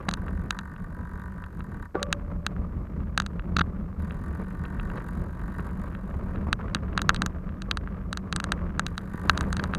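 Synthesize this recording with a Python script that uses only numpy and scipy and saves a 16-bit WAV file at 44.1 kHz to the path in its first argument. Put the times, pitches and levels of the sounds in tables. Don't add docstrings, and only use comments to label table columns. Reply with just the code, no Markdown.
import sys
import numpy as np
from scipy import signal
from scipy.fft import rfft, irfft, next_fast_len
from scipy.io import wavfile

SR = 44100
rng = np.random.default_rng(int(sys.argv[2]) if len(sys.argv) > 2 else 0)


def store_wav(level_fs):
    pcm = np.round(np.clip(np.atleast_2d(level_fs), -1, 1) * 32767)
    wavfile.write(sys.argv[1], SR, pcm.T.astype(np.int16))


N = 431298
TIME = np.arange(N) / SR

# t/s, rumble level/dB, tyre level/dB
RIDE_LEVELS = [(0.0, -44.5, -47), (0.11, -32, -48), (0.24, -32, -48.5), (0.68, -37.5, -55.5),
               (1.8, -34.5, -53), (1.93, -45.5, -60), (1.96, -39, -42), (2.12, -32.5, -46.5),
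               (2.42, -34.5, -52), (3.18, -32, -51.5), (3.32, -31.5, -50.5), (7.14, -31.5, -46),
               (7.68, -33.5, -51.5), (8.58, -30, -43.5), (9.1, -34, -50), (9.42, -27.5, -39.5),
               (9.78, -30, -44)]
# f/Hz, bandwidth/Hz, level/dB
FRAME_MODES = [(32.2, 12, -3), (50.7, 6.2, 0), (77.1, 9.2, 2.5), (107, 98, 3), (166.3, 18, -1),
               (190.1, 9.7, -6), (264, 70, -20)]
# f/Hz, spectral level/dB
TYRE_SPECTRUM = [(150, -0.5), (260, -9), (400, -4.5), (580, -6.5), (780, -14.5), (1180, -7.5), (1600, -22),
                 (2200, -26), (3200, -42.5), (5000, -48)]
# f/Hz, wander/Hz, level relative to the rumble/dB
MOUNT_TONES = [(78, 5, -9), (187, 8, -8.5)]
# f/Hz, spectral level/dB
GRIT_SPECTRUM = [(500, 0), (1200, 12), (1600, 14), (2200, 1), (2750, -3), (3600, -13), (4500, -25),
                 (11000, -38)]
# start/s, end/s, full tooth rate/Hz, hub level/dB, tick level/dB, second pawl level/dB
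COASTS = [(0, 1.87, 48, 2, 4.5, -18), (3.982, 6.5, 47, -1.5, 4, -8), (8.87, 11, 54, -1.5, 5, -9)]
# f/Hz, bandwidth/Hz, level/dB
HUB_MODES = [(956, 20, 4.5), (995, 21, 10.5), (1173, 65, 12), (1278, 61, 7.5), (1495, 72, 10.5),
             (1572, 85, 8), (1809, 44, 7)]
# f/Hz, spectral level/dB
PAWL_SPECTRUM = [(2000, 9), (3500, 4), (3880, 11), (4200, 2), (4750, 6.5), (5400, -5), (6800, 5),
                 (8000, 0.5), (10000, 6.5), (11000, 1.5), (14000, 2), (16000, -25)]
# f/Hz, spectral level/dB
HISS_SPECTRUM = [(1000, -30), (4000, 3.5), (7000, 2), (12100, -1.5), (12330, 8.5), (12600, 8), (14000, -6),
                 (16000, -12)]
# f/Hz, bandwidth/Hz, level/dB
CASE_MODES = [(980, 380, -10), (1329, 467, 6.5), (1544, 100, -6.5), (2678, 340, 0), (3184, 230, -2),
              (3910, 316, 4.5), (4250, 490, -3), (4465, 670, -7.5), (6150, 270, -19.5), (6650, 580, -6),
              (8300, 660, -7.5), (9060, 320, -22), (10780, 4300, -18.5)]
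# f/Hz, bandwidth/Hz, level/dB
PING_MODES = [(6014, 55, -31)]
# f/Hz, bandwidth/Hz
CASE_ANTIRESONANCES = [(3570, 240), (5230, 900), (7550, 500)]
# t/s, level/dB, treble level/dB, duration/ms
CREAKS = [(0.085, -12.5, -50, 4.3), (3.565, -12, -21, 3.3), (3.585, -11, -6, 10.5),
          (3.6085, -8.5, -18, 5.4), (4.963, -38, -9, 16), (9.593, -18, -20, 4.7), (9.736, -17, -33, 0.58)]
# t/s, level/dB, midrange level/dB
RATTLES = [(0.0892, -15.5, -14), (0.1121, -22, -12), (0.138, -15.5, -14), (0.507, -9.5, -14),
           (0.5888, -19, -12), (2.0289, -11.5, -13), (2.1273, -6.5, -15.5), (2.4651, -9.5, -14.5),
           (3.1766, -5, -21.5), (3.2003, -8, -14), (3.22, -26, -16), (3.263, -21, -13), (3.5674, -10, -12),
           (6.5287, -5, -12.5), (6.7476, -9.5, -14), (6.9766, -6.5, -19), (7.0175, -13.5, -22),
           (7.0927, 2, -20), (7.1451, -17.5, -20), (7.162, -20.5, 1), (7.2195, -8, -20), (7.2616, -14, -22),
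           (7.6198, -24, -19), (7.7119, -8, -2), (7.7717, -14, -16), (8.1286, -14, -17), (8.1728, -17, -20),
           (8.326, -12, -9.5), (8.3619, -12.5, -18), (8.4008, -14, -15), (8.4409, -14, -20),
           (8.52, -7.5, -19), (8.7945, -6.5, -24), (8.8652, -16, -15), (8.979, -15, -12), (9.296, 2.5, -16),
           (9.3759, -12.5, -13), (9.409, -14.5, -18), (9.528, -14, -25), (9.5677, -18, -17),
           (9.6387, -14.5, -21), (9.7488, -16.5, -10)]
# t/s, level/dB, midrange level/dB
STONES = [(0.2816, -25.5, -17), (0.7628, -34, -16), (1.439, -28.5, -13), (1.6056, -28.5, -20),
          (2.564, -30, -50), (3.0037, -37.5, -24), (3.395, -24.5, -13), (4.1081, -27, -8),
          (4.6523, -32.5, -8), (4.7973, -24, -10), (4.9004, -28, -21), (5.5957, -29.5, -23),
          (5.9499, -28, -14), (6.3585, -30, -14), (6.5917, -33, -45), (6.7549, -22.5, -28),
          (6.767, -26, -19), (6.930, -33, -19), (6.9926, -19, -11), (7.1028, -13, -20), (7.4912, -32, -13),
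          (7.874, -25, -45)]
# t/s, level/dB
CHAIN_BLOWS = [(1.9465, -13.5), (1.953, -2), (1.966, -12.5), (2.018, -16)]
# f/Hz, bandwidth/Hz, level/dB
DRIVETRAIN_MODES = [(371, 60, 1), (430, 120, 3), (507, 6, -2), (568, 1.7, -1.5), (582, 1.2, -1.5),
                    (724, 150, -0.5), (1152, 6, -4.5), (1314, 9.1, -14), (1425, 51, -4.5), (3700, 310, -31)]
# t/s, level/dB
BUMPS = [(3.676, -7.5), (6.756, -2), (9.145, -2.5)]
# centre t/s, half duration/s, gain/dB
BROKEN_PATCHES = [(4.974, 0.05, 7.5), (6.145, 0.0064, 12), (6.609, 0.014, 10.5), (6.68, 0.038, 6)]


def undb(db):
    return 10 ** (np.asarray(db) / 20)


def unit(x):
    return x / np.sqrt(np.mean(x ** 2))


def noise():
    return rng.standard_normal(N)


def wander(rate_hz):
    knots = rng.standard_normal(2048)
    return unit(np.interp(TIME * rate_hz, np.arange(len(knots)), knots))


def colour(x, spectrum):
    hz, db = np.transpose(spectrum)
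    size = next_fast_len(N + 4096)
    f = np.maximum(np.arange(size // 2 + 1) * SR / size, 1)
    skirts = np.minimum(f / hz[0], 1) ** 2 * np.minimum(hz[-1] / f, 1) ** 2
    envelope = undb(np.interp(np.log(f), np.log(hz), db))
    return unit(irfft(rfft(x, size) * skirts * envelope, size)[:N])


def cut(x, order, hz, kind):
    return signal.sosfilt(signal.butter(order, hz, kind, fs=SR, output="sos"), x)


def ring(modes, size, rise_ms, low_hz, travel_ms=0):
    hz, width, db = np.transpose(modes)[:, :, None]
    t = np.maximum(np.arange(size) / SR - travel_ms / hz, 0)
    waves = np.sin(2 * np.pi * hz * t) * np.exp(-np.pi * width * t) * (1 - np.exp(-t * hz / rise_ms))
    waves /= np.sqrt(np.sum(waves ** 2, axis=1, keepdims=True))
    return cut(np.sum(undb(db) * waves, axis=0), 2, low_hz, "high")


def place(events):
    out = np.zeros(N)
    for s, db, sound in events:
        i = int(s * SR)
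        out[i:i + len(sound)] += undb(db) * sound[:max(N - i, 0)]
    return out


def road_rumble(rumble_db, roughness, swell_db=2.3):
    force = noise() * undb(rumble_db + swell_db * roughness)
    frame = ring(FRAME_MODES, size=16384, rise_ms=0.021, low_hz=24.7)
    shake = signal.fftconvolve(force, frame)[:N]
    return cut(shake, 6, 26, "high") * undb(-9.5)


def tyre_roar(tyre_db, roughness, swell_db=1.6, flicker_db=4):
    return colour(noise(), TYRE_SPECTRUM) * undb(tyre_db + swell_db * roughness + flicker_db * wander(170))


def mount_throb(rumble_db):
    out = np.zeros(N)
    for hz, wander_hz, db in MOUNT_TONES:
        pulse_db = 3 * wander(20)
        phase = 2 * np.pi * np.cumsum(hz + wander_hz * wander(20)) / SR
        out += np.sin(phase) * undb(rumble_db + db + pulse_db)
    return out


def grit(tyre_db, hits_per_s=130, spread_db=6):
    sizes = undb(spread_db * np.minimum(rng.exponential(size=N), 2.4))
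    hits = (rng.random(N) < hits_per_s / SR) * sizes * np.sign(noise())
    return colour(hits, GRIT_SPECTRUM) * undb(tyre_db - 9.5)


def coasting_curves(stop_s=.25, restart_s=.22, hub_fade_db_per_s=0.34, tick_fade_db_per_s=1):
    rate, hub_db, tick_db, second_db = np.zeros((4, N))
    for start, end, full_rate, hub, tick, second in COASTS:
        now = TIME >= start
        since, left = TIME[now] - start, np.maximum(end - TIME[now], 0)
        pedal_share = .2 * np.exp(-since / stop_s) + .33 * np.exp(-left / restart_s)
        rate[now] = full_rate * (1 - pedal_share)
        hub_db[now] = hub - hub_fade_db_per_s * since
        tick_db[now] = tick - tick_fade_db_per_s * since
        second_db[now] = second
    return rate, hub_db, tick_db, second_db


def freewheel(wobble=.016, jitter_teeth=0.018, lag_teeth=0.3, tick_teeth=.14, scrape_db=-14):
    rate, hub_db, tick_db, second_db = coasting_curves()
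    coasting = sum((TIME >= start) & (TIME < end) for start, end, *_ in COASTS)
    teeth = np.cumsum(rate * (1 + wobble * wander(7))) / SR + jitter_teeth * wander(40)
    surge_db = 1.93 * wander(6)
    drops, ticks = np.zeros((2, N))
    for lag, db in ((0, 0), (lag_teeth, second_db)):
        phase = (teeth - lag) % 1
        strength = undb(db + surge_db + 3 * wander(58))
        drops += (np.diff(phase, prepend=0) < -.5) * strength
        ticks += strength * np.exp(-(np.minimum(phase, 1 - phase) / tick_teeth) ** 2)
    force = (unit(drops) + undb(scrape_db) * unit(ticks * noise())) * coasting
    hub = np.zeros(N)
    for modes in (HUB_MODES[::2], HUB_MODES[1::2]):
        response = ring(modes, size=4096, rise_ms=0.73, low_hz=850)
        hub += signal.oaconvolve(force, response)[:N] * undb(2.5 * wander(7))
    hub = cut(hub, 8, 2000, "low")
    thin_tick = colour(noise(), PAWL_SPECTRUM) * ticks * coasting
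    return unit(hub) * undb(hub_db - 51.5) + thin_tick * undb(tick_db - 66.5)


def microphone_hiss():
    return colour(noise(), HISS_SPECTRUM) * undb(-78)


def case_knock(mid_db, treble_db, detune=.008, scatter_db=2.24, rebound_ms=.66, rebound=0.098):
    hz, width, db = np.transpose(CASE_MODES + PING_MODES)
    drift, scatter = rng.standard_normal((2, len(hz)))
    hz = hz * (1 + detune * drift)
    hardness_db = np.interp(hz, [1700, 3000, 6200], [0, mid_db, treble_db])
    modes = np.transpose([hz, width, db + hardness_db + scatter_db * scatter])
    blow = ring(modes, size=2048, rise_ms=0.65, low_hz=640, travel_ms=0.72)
    for dip_hz, dip_width in CASE_ANTIRESONANCES:
        blow = signal.lfilter(*signal.iirnotch(dip_hz, dip_hz / dip_width, fs=SR), blow)
    lag = int(rebound_ms * rng.uniform(.85, 1.1) * SR / 1000)
    return blow + rebound * np.pad(blow, (lag, 0))[:len(blow)]


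def frame_thuds(blows):
    frame = ring(FRAME_MODES, size=16384, rise_ms=0.035, low_hz=132)
    return place((s, db, frame) for s, db, *_ in blows)


def jolt(events, thud_db=-16):
    case = place((s, db, sound / (np.linalg.norm(sound) + 1e-12)) for s, db, sound in events)
    return case + undb(thud_db) * frame_thuds(events)


def mount_creaks(slip_chance=0.12, lurch_db=-8):
    events = []
    for s, db, treble_db, ms in CREAKS:
        slips = rng.standard_normal(2048) * (rng.random(2048) < slip_chance)
        creak = signal.fftconvolve(slips[:int(ms * SR / 1000)], case_knock(treble_db / 5, treble_db))
        events.append((s, db, creak))
    return (jolt(events) + undb(lurch_db) * frame_thuds(CREAKS)) * undb(15)


def case_rattles(heavy_db=-13, treble_loss_db_per_db=0.76):
    events = []
    for s, db, mid_db in RATTLES:
        treble_db = 1 - treble_loss_db_per_db * max(db - heavy_db, 0)
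        events.append((s, db, case_knock(mid_db + 11, treble_db)))
    return jolt(events) * undb(11)


def stone_knocks():
    events = [(s, db, case_knock(mid_db + 9.5, treble_db=-56)) for s, db, mid_db in STONES]
    return jolt(events) * undb(12)


def gear_change(waver_s=.00018, waver_db=3.7, onset_s=.15):
    clunk = ring(DRIVETRAIN_MODES, size=44100, rise_ms=0.49, low_hz=223)
    ringing = place((s, db, clunk) for s, db in CHAIN_BLOWS)
    ringing = np.interp(TIME + waver_s * wander(35), TIME, ringing)
    depth = np.clip((TIME - CHAIN_BLOWS[0][0]) / onset_s, 0, 1)
    return ringing * undb(waver_db * depth * wander(45))


def broken_concrete_db():
    return sum(db * np.exp(-((TIME - s) / half_s) ** 4) for s, half_s, db in BROKEN_PATCHES)


def scene():
    times, rumble_levels, tyre_levels = np.transpose(RIDE_LEVELS)
    rumble_db = np.interp(TIME, times, rumble_levels)
    tyre_db = np.interp(TIME, times, tyre_levels) + broken_concrete_db()
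    hiss = microphone_hiss()
    roughness = wander(22)
    road = road_rumble(rumble_db, roughness) + tyre_roar(tyre_db, roughness)
    running = road + mount_throb(rumble_db) + grit(tyre_db) + freewheel()
    impacts = case_rattles() + stone_knocks() + mount_creaks() + gear_change() + frame_thuds(BUMPS)
    return (running + impacts + hiss)[None]


def record(dry):
    ceiling, top_hz = 1.5, 15900
    rounded = ceiling * np.tanh(dry / ceiling)
    return signal.sosfilt(signal.ellip(8, .2, 80, top_hz, fs=SR, output="sos"), rounded)


dry = scene()
out = record(dry)
store_wav(out)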